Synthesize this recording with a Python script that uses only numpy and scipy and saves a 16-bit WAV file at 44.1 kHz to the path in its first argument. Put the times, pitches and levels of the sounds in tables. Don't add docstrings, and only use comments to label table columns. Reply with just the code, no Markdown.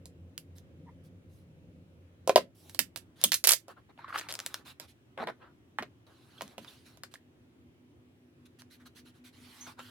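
import sys
import numpy as np
from scipy import signal
from scipy.fft import rfft, irfft
from scipy.io import wavfile
from scipy.ndimage import uniform_filter1d

SR = 44100
rng = np.random.default_rng(int(sys.argv[2]) if len(sys.argv) > 2 else 0)


def magnitude_from_level(level_db):
    exponent = np.asarray(level_db, float) / 20
    return 10 ** exponent


def inscribe(sig):
    pcm = np.round(np.clip(np.atleast_2d(sig).T, -1, 1) * 32767)
    wavfile.write(sys.argv[1], SR, pcm.astype(np.int16))


N = 436590

# (pitch [Hz], relative level [dB]); its overall rms follows
AIR_SPECTRUM = [(30, -53.5), (100, -9), (200, -24), (245, -16.5), (345, -17), (430, -26.5), (900, -36),
                (3000, -39.5), (4500, -48), (16000, -55.5)]
AIR_DB = -61.5
# (pitch [Hz], likeness [-1 to 1])
AIR_LIKENESS = [(60, 0.88), (290, .9), (640, 0.3), (1400, -0.28)]
# (time [s], level [dB])
DRAG = [(0, -51), (.45, -55.5), (.8, -51.5), (1.401, -56.5), (1.699, -53), (2.299, -61), (3.3, -62.5)]
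# (pitch [Hz], width [Hz], level [dB])
TABLE_MODES = [(90, 12, 3.5), (168, 54, -6.5), (248, 77, -12.5), (504, 130, -20), (2090, 3900, -59)]

# (time [s], knock level [dB], boom over knock [dB], crack over knock [dB])
SNAPS = [(0.057, -50, -6, 18.5), (2.2758, -27.5, 10, 8.5), (2.2946, -17, 8, -5), (2.3593, -4.5, 2.5, -7),
         (2.3771, -21.5, 9.5, -4), (2.6961, -44, -31, 7.5), (2.747, -34.5, -14.5, 2),
         (2.7915, -10.5, -22, 5), (2.9605, -26.5, -22, 1.5), (2.974, -40, -9.5, 9), (3.2151, -38, -18, 8),
         (3.2396, -11, -15, 8.5), (3.3196, -14, -51, 5.5), (3.3323, -20, -25, 7), (3.3422, -19, -22, 13.5),
         (3.4405, -12, -21.5, 1), (3.4723, -16.5, -13, 15.5), (3.4912, -12.5, -30, 14),
         (3.508, -13.5, -33, 10.5), (3.52, -17.5, -16, 16.5), (3.535, -19.5, -10.5, 13.5),
         (3.6825, -46.5, 7.5, 4.5), (3.977, -45.5, -8, -25.5), (4.081, -41, -25, -17),
         (4.799, -32.5, -13, 2.5), (5.177, -36, 1, -16.5), (5.2726, -29, -1, -14), (5.786, -16, -43, -22),
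         (5.8246, -33, 0.5, -20), (6.4094, -28.5, -15, -11), (6.4199, -30.5, -4, 1), (6.581, -32, -4, -6.5),
         (6.647, -41, -18, -9.5), (6.973, -49.5, -5, 0.5), (7.0354, -29.5, -16.5, -2.5),
         (7.1399, -36, -20, -1.5), (9.7927, -41, -2.5, -0.5)]
# (pitch [Hz], level [dB], t60 [s])
SHEET_MODES = [(520, 6, 0.021), (600, -5, 0.045), (770, -4, 0.022), (1000, -7, 0.032), (410, -4, 0.025)]
# (time [s], left over right [dB])
PLACE = [(0, -3.5), (2.36, -3), (2.75, -4.5), (3.6, -5), (4.1, 0.5), (9.9, -5)]
# (time [s], knock level [dB], crack over knock [dB])
TICKS = [(0.379, -40, 17.5), (.584, -52.5, 8), (3.281, -44, 9.5), (3.2935, -42.5, 8.5), (3.495, -18, 6),
         (6.4792, -45, 5), (8.6201, -41.5, -4.5)]
# (pitch [Hz], t60 [s])
ROOM_DECAY = [(250, 0.25), (660, 0.064), (1740, 0.14), (4590, .12), (12100, 0.12)]

# (start [s], length [s], hiss level [dB], flexing body level [dB])
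STROKES = [(0.551, 0.059, -64.5, -83.5), (1.032, 0.062, -71, -87), (1.28, 0.18, -75.5, -101),
           (3.676, 0.061, -59.5, -53), (3.761, 0.054, -76, -60.5), (3.889, 0.033, -79, -58.5),
           (4.647, .087, -52.5, -57), (4.794, 0.077, -59.5, -58), (4.873, 0.06, -62.5, -82.5),
           (7.11, 0.03, -63.5, -77.5), (8.452, 0.025, -62, -73), (8.585, 0.04, -56.5, -64.5),
           (8.699, 0.076, -59, -74), (8.793, 0.0533, -72, -62.5), (8.853, 0.034, -57.5, -58),
           (8.948, 0.071, -56, -65), (9.047, 0.072, -63, -69.5), (9.135, 0.075, -69.5, -72.5),
           (9.237, 0.069, -56.5, -70)]
# (time [s], hiss level [dB], flexing body level [dB])
SLIDES = [
    [(2.55, -67, -79), (2.68, -64, -71), (2.77, -67, -81.5)],
    [(3.16, -70.5, -77), (3.24, -50, -54)],
    [(3.96, -99, -89), (3.99, -71, -49), (4.07, -99.5, -56.5), (4.09, -59.5, -42.5), (4.12, -68.5, -49.5),
     (4.155, -45, -24), (4.19, -49.5, -44), (4.28, -71.5, -56.5), (4.43, -59.5, -57), (4.59, -63.5, -63.5),
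     (4.63, -79, -66)],
    [(5.178, -70, -42.5), (5.24, -59.5, -35), (5.256, -91, -87), (5.275, -66, -30), (5.302, -58, -35.5),
     (5.315, -97, -79), (5.39, -100, -75), (5.425, -98.5, -49.5), (5.52, -98, -74.5)],
    [(6.068, -68, -65), (6.09, -73.5, -64.5), (6.235, -71, -80.5), (6.385, -66.5, -69), (6.52, -65, -67.5),
     (6.57, -81, -78), (6.63, -60.5, -71), (6.66, -69, -69), (6.685, -57, -68.5), (6.845, -72.5, -87),
     (6.865, -59, -73.5), (6.97, -74, -81.5)],
    [(9.33, -68, -67), (9.39, -63.5, -67.5), (9.62, -56, -60), (9.66, -58, -57), (9.675, -52, -41.5),
     (9.725, -61.5, -55.5), (9.76, -94, -84), (9.795, -56.5, -40), (9.83, -59, -63.5), (9.9, -59.5, -56.5)],
]
# (pitch [Hz], relative level [dB])
HISS_SPECTRUM = [(880, -37.5), (1500, -9), (2540, -8), (4080, -5), (4780, -10.5), (7460, -18),
                 (11000, -14.5), (16000, -26.5)]
# (pitch [Hz], relative level [dB])
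BODY_SPECTRUM = [(90, -37.5), (180, -15.5), (800, 2), (1400, -2), (3200, -21), (4100, -18.5), (4800, -27),
                 (7000, -58)]
# (time [s], gain below GRIP_HZ [dB])
GRIP = [(3.898, 6), (4.001, -18.5), (4.599, 3), (5.1, 4.5), (7.3, 11), (8.4, -9.5)]
GRIP_HZ = 900
STROKE_RISE_SHARE, SLIDE_EDGE_S = 0.34, .004
SKIN_UNTIL_S, SKIN_HZ, SKIN_DB = 3.0, 9000, 7
BOUNCE_S, BOUNCE = .0007, .4

# (time [s], level before a 2.5 dB lift [dB], pitch [Hz])
SQUEAK = [(0.856, -63, 967), (.895, -56, 946), (.925, -88, 990)]
# (time [s], level [dB])
FLAPS = [(2.356, -35), (2.794, -40.5), (3.237, -37), (5.192, -43), (5.229, -48), (5.787, -41.5),
         (6.416, -47.5), (6.576, -47.5)]
FLAP_RISE_S, FLAP_T60_S = 0.0047, 0.22
# (time [s], length [s], level [dB], pitch [Hz])
RINGS = [(3.241, 0.018, -18, 3320), (6.379, 0.014, -45.5, 3260), (6.677, 0.021, -44, 3570),
         (9.607, 0.074, -41, 6270)]
RING_WIDTH = .075
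# (time [s], level [dB], pitch [Hz])
POPS = [(3.288, -35.5, 3000), (3.993, -41.5, 897), (4.046, -32, 1150), (4.099, -38.5, 1193),
        (4.1063, -33.5, 1200), (4.128, -27.5, 1396), (4.145, -30, 1200), (4.16, -22.5, 1243),
        (7.157, -39.5, 1830), (9.668, -41.5, 1500)]
POP_RISE, POP_FALL = 2.1, 2.7
# (start [s], length [s], mean gap [s], knock level [dB], crack over knock [dB])
RUNS = [(3.447, .011, .004, -19.5, 7.5), (3.479, .05, .008, -18, 4.5), (4.178, .022, .0047, -28, -1),
        (4.2879, .031, .0048, -29.5, -4.5), (5.825, .008, 0.0039, -36, -8.5)]
UNEVEN, SCATTER_DB = .15, 3.
# (time [s], knock level [dB], crack over knock [dB])
NICKS = [(4.2122, -32, -4), (4.325, -27.5, 4), (4.34, -30.5, 5), (4.3535, -27.5, 2.5), (4.391, -28, 1),
         (4.4019, -27, -0.5), (4.463, -22.5, 3), (4.5429, -21.5, -1)]
NICK_GRIT, NICK_RATTLE, NICK_ROOM_DB = .7, .08, -10.5
BLADE_DB, BLADE_T60_S = -24, .04
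# (time [s], level [dB])
HUM = [(6.601, -71.5), (7.7, -64), (9.05, -59.5), (9.9, -57.5)]
HUM_HZ, BEATS_PER_S, BEAT_NULL_S = 247, 5, 9.35


def evened(x):
    return x / np.sqrt(np.mean(x ** 2) + 1e-20)


def peaked(x):
    return x / abs(x).max()


def read(points, hz):
    f, value = np.transpose(points)
    return np.interp(np.log(hz + 1), np.log(f + 1), value)


def coloured(x, points):
    gain = magnitude_from_level(read(points, np.fft.rfftfreq(x.shape[-1], 1 / SR)))
    return irfft(rfft(x) * gain, x.shape[-1])


def band(x, lo_hz, hi_hz):
    return signal.sosfilt(signal.butter(2, [lo_hz, hi_hz], "bandpass", fs=SR, output="sos"), x)


def add(mix, s, sound, pan_db, lag):
    for port, (late, db) in enumerate([(lag, pan_db / 2), (0, -pan_db / 2)]):
        part = mix[port, max(round(s * SR) + late, 0):][:len(sound)]
        part += magnitude_from_level(db) * sound[:len(part)]


def place(s):
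    return np.interp(s, *np.transpose(PLACE))


def air():
    frames, hz = N // 512 + 5, np.fft.rfftfreq(2048, 1 / SR)
    a, b, c, d, patches = rng.standard_normal((frames, 1025, 5)).T
    patches = evened(uniform_filter1d(uniform_filter1d(patches, 20, 0), 10, 1))
    same = np.clip(read(AIR_LIKENESS, hz), -1, 1)[:, None]
    left = a + 1j * b
    z = np.array([left, same * left + np.sqrt(1 - same ** 2) * (c + 1j * d)])
    z *= magnitude_from_level(read(AIR_SPECTRUM, hz)[:, None] + 1.2 * patches)
    noise = signal.istft(z, nperseg=2048, noverlap=1536)[1][:, :N]
    return magnitude_from_level(AIR_DB) * evened(noise)


def drag():
    hz = np.fft.rfftfreq(N, 1 / SR)
    modes = sum(magnitude_from_level(db) / (1 + 2j * (hz - f) / width) ** 2 for f, width, db in TABLE_MODES)
    s, db = np.transpose(DRAG)
    level = magnitude_from_level(np.interp(np.arange(N) / SR, [*s, s[-1] + 0.19], [*db, -120]))
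    force = rng.standard_normal(N) + 0.22 * rng.standard_normal((2, N))
    return level * evened(irfft(rfft(force) * modes, N))


def snap(mix, s, db, boom_db, crack_db, pan_db, rattle, grit):
    t, hz = np.arange(4096) / SR, np.fft.rfftfreq(4096, 1 / SR)
    chance = rng.standard_normal((3, len(t)))
    spread = np.exp(-2j * np.pi * (0.085 * np.sqrt(hz) + hz * 0.0005))
    push = chance[:2] * (np.exp(-t / 0.00061) + rattle * np.exp(-t / 0.0091))
    crack, knock = irfft(rfft(grit * push + 3 * (t == 0)) * spread, len(t))
    knock_hz = 1500 * 2 ** np.clip((crack_db + 16.5) / 18, -.3, 1.1)
    crack = band(crack, 3300, 13000)
    knock = band(band(knock, 0.37 * knock_hz, 2.1 * knock_hz), 200, 2.9 * knock_hz)
    glide = t + 0.00072 * (1 - np.exp(-t / 0.0017))
    boom = np.zeros(len(t))
    for (f, level, t60), a, b in zip(SHEET_MODES, chance[2], chance[2, ::-1]):
        tone = np.sin(2 * np.pi * f * (1 + .02 * np.tanh(b)) * glide)
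        boom += magnitude_from_level(level + 1.5 * np.tanh(a) - 60 * t / t60) * tone
    boom = np.roll(boom * (1 - np.exp(-t / 0.0011)), 60)
    lag = rng.integers(1, 5)
    click = peaked(knock) - magnitude_from_level(crack_db) * peaked(crack)
    add(mix, s - .0012, magnitude_from_level(db) * click, pan_db, lag)
    add(mix, s - .0012, magnitude_from_level(db + boom_db) * peaked(boom), 0, lag)


def room(x):
    out, turn = np.zeros((2, N)), np.arange(N) * 17.3 / SR
    for k in range(3):
        taps = np.zeros((2, 16000))
        at = np.arange(90, 15980, 12) + rng.integers(0, 12, (2, 1325))
        np.put_along_axis(taps, at, rng.choice([-1., 1.], at.shape), 1)
        hz, t, z = signal.stft(taps, SR, nperseg=256)
        same = np.clip(0.75 / (1 + (hz / 900) ** 2), 0, 1)[:, None]
        z[1] = same * z[0] + np.sqrt(1 - same ** 2) * z[1]
        fade = magnitude_from_level(-60 * t / read(ROOM_DECAY, hz)[:, None])
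        tail = signal.istft(z * fade, SR, nperseg=256)[1]
        share = np.sqrt(2 / 3) * np.cos(np.pi * (turn - k / 3))
        out += signal.oaconvolve(x * share, tail / np.linalg.norm(tail[0]), axes=1)[:, :N]
    return out


def swells():
    t, level = np.arange(N) / SR, np.full((2, N), 1e-9)
    for start, length, hiss_db, body_db in STROKES:
        corners = start + length * np.array([0, STROKE_RISE_SHARE, 1])
        turn = np.interp(t, corners, [0, np.pi / 2, np.pi])
        span = (t > start) & (t < start + length)
        level[:, span] += np.outer(magnitude_from_level([hiss_db, body_db]), np.sin(turn[span]))
    for slide in SLIDES:
        s, *dbs = np.transpose(slide)
        first, last = s[0] - SLIDE_EDGE_S, s[-1] + SLIDE_EDGE_S
        span = (t > first) & (t < last)
        edge = np.interp(t[span], [first, s[0], s[-1], last], [0, 1, 1, 0])
        level[:, span] += [edge * magnitude_from_level(np.interp(t[span], s, db)) for db in dbs]
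    return level


def shifting(x, patchy_db):
    hz, t, z = signal.stft(x, SR, nperseg=256)
    detour = BOUNCE_S * (1 + .2 * evened(uniform_filter1d(rng.standard_normal(len(t)), 120)))
    z = z * (1 + BOUNCE * np.exp(-2j * np.pi * np.outer(hz, detour)))
    patches = uniform_filter1d(uniform_filter1d(rng.standard_normal(z.shape[1:]), 6, 0), 14, 1)
    return signal.istft(z * magnitude_from_level(patchy_db * evened(patches)), nperseg=256)[1][:, :N]


def strokes():
    high, low = swells()
    t = np.arange(N) / SR
    grainy = np.clip((20 * np.log10(low) + 58) / 40, .2, .7)
    smooth, draw, size = rng.standard_normal((2, 2, N)), rng.random(N), rng.exponential(1, N)
    slips = (draw < 500 / SR) * magnitude_from_level(3.5 * np.minimum(size, 3)) * np.sign(smooth[0, 0])
    hiss_noise = evened(coloured(smooth[0] + 0.32 * smooth[0, ::-1], HISS_SPECTRUM))
    body_noise = evened(coloured(smooth[1] + 0.3 * smooth[1, ::-1], BODY_SPECTRUM))
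    hiss_slips = evened(coloured(slips, HISS_SPECTRUM))
    body_slips = evened(coloured(slips, BODY_SPECTRUM))
    hiss = high * (1 - .5 * grainy) * hiss_noise + high * .5 * grainy * hiss_slips
    body = low * (1 - grainy) * body_noise + low * grainy * body_slips
    thin = signal.sosfilt(signal.butter(1, SKIN_HZ, "highpass", fs=SR, output="sos"), hiss)
    hiss = np.where(t < SKIN_UNTIL_S, magnitude_from_level(SKIN_DB) * thin, hiss)
    deep = signal.sosfiltfilt(signal.butter(2, GRIP_HZ, fs=SR, output="sos"), body)
    body = body + deep * (magnitude_from_level(np.interp(t, *np.transpose(GRIP))) - 1)
    return shifting(hiss * magnitude_from_level([[-1.5], [1.5]]) + body, patchy_db=2.2)


def squeak():
    s, db, hz = np.transpose(SQUEAK)
    t = np.arange(s[0], s[-1], 1 / SR)
    wobble = 1 + 0.76 * uniform_filter1d(rng.standard_normal(len(t)), 60)
    phase = 2 * np.pi * np.cumsum(np.interp(t, s, hz) * wobble) / SR
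    tone = np.sin(phase) + 0.28 * np.sin(2 * phase)
    return s[0], magnitude_from_level(np.interp(t, s, db) + 2.5) * tone * np.hanning(len(t)) ** 0.5


def flap(db):
    t = np.arange(6000) / SR
    puff = band(band(rng.standard_normal(len(t)), 133, 322.6), 133, 322.6)
    return magnitude_from_level(db) * peaked(puff * (1 - np.exp(-t / FLAP_RISE_S)) * magnitude_from_level(-60 * t / FLAP_T60_S))


def ring(length, db, hz):
    t = np.arange(0, length, 1 / SR)
    edges = hz * (1 - RING_WIDTH), hz * (1 + RING_WIDTH)
    noise = band(band(rng.standard_normal(len(t)), *edges), *edges)
    return magnitude_from_level(db) * peaked(noise * np.sin(np.pi * (t / length) ** 0.37))


def pop(s, db, hz):
    swings = np.arange(-3 * POP_RISE, 6 * POP_FALL, hz / SR)
    shape = np.where(swings < 0, np.exp(-(swings / POP_RISE) ** 2), np.exp(-swings / POP_FALL))
    rough = band(rng.standard_normal(len(swings)), .6 * hz, 2 * hz)
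    tone = np.cos(2 * np.pi * swings * (1 - 0.013 * swings)) + 0.18 * evened(rough)
    return s - 3 * POP_RISE / hz, magnitude_from_level(db) * peaked(shape * tone)


def run(start, length, gap, db, crack_db):
    late, size = rng.uniform(-1, 1, (20, 2)).T
    s = gap * (np.arange(20) + UNEVEN * late * (np.arange(20) > 0))
    return [(start + a, db + SCATTER_DB * b, crack_db) for a, b in zip(s, size) if a < length]


def blade(db):
    t = np.arange(3000) / SR
    hz = rng.uniform(3199.5, 4252.5)
    return magnitude_from_level(db + BLADE_DB - 60 * t / BLADE_T60_S) * np.sin(2 * np.pi * hz * t)


def hum():
    s, db = np.transpose(HUM)
    t = np.arange(N) / SR
    level = magnitude_from_level(np.interp(t, [s[0] - .3, *s], [-110, *db])) * np.sqrt(2)
    waver = evened(uniform_filter1d(rng.standard_normal(N), 6000))
    beats = np.sin(np.pi * BEATS_PER_S * (t - BEAT_NULL_S))
    return level * beats * np.sin(2 * np.pi * np.cumsum(HUM_HZ + 0.79 * waver) / SR)


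def scene():
    snaps, nicks, rubs = np.zeros((2, N)), np.zeros((2, N)), strokes()
    floor = air() + drag() + hum()
    for row in SNAPS:
        pan_db = place(row[0]) + rng.uniform(-6, 4)
        snap(snaps, *row, pan_db, rattle=0.21, grit=1.4)
    for s, db, crack_db in TICKS:
        snap(nicks, s, db, -23.5, crack_db, place(s), rattle=NICK_RATTLE, grit=NICK_GRIT)
    add(rubs, *squeak(), 0, 3)
    for s, db in FLAPS:
        add(rubs, s, flap(db), 0, 0)
    for s, *row in RINGS:
        add(rubs, s, ring(*row), -3, 2)
    for row in POPS:
        add(nicks, *pop(*row), place(row[0]), 2)
    for s, db, crack_db in NICKS + sum((run(*row) for row in RUNS), []):
        snap(nicks, s, db, -20.5, crack_db, place(s), rattle=NICK_RATTLE, grit=NICK_GRIT)
        add(nicks, s, blade(db + min(crack_db, 0)), 0, 2)
    wet = room(magnitude_from_level(-7.5) * snaps + magnitude_from_level(NICK_ROOM_DB) * nicks + magnitude_from_level(-8.0) * rubs)
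    return snaps + nicks + rubs + wet + floor


def low_pass(x):
    return signal.sosfilt(signal.butter(12, 17000, fs=SR, output="sos"), x)


def record(dry):
    dry = signal.sosfilt(signal.butter(2, 45, "highpass", fs=SR, output="sos"), dry)
    keep = np.exp(-1 / (0.054 * SR))
    power = (dry ** 2).mean(0)
    for _ in range(2):
        power = signal.lfilter([1 - keep], [1, -keep], power)
    over_db = np.maximum(10 * np.log10(power + 1e-12) + 37, 0)
    ducked = dry / magnitude_from_level(.16 * over_db)
    return low_pass(np.tanh(ducked))


dry = scene()
out = record(dry)
inscribe(out)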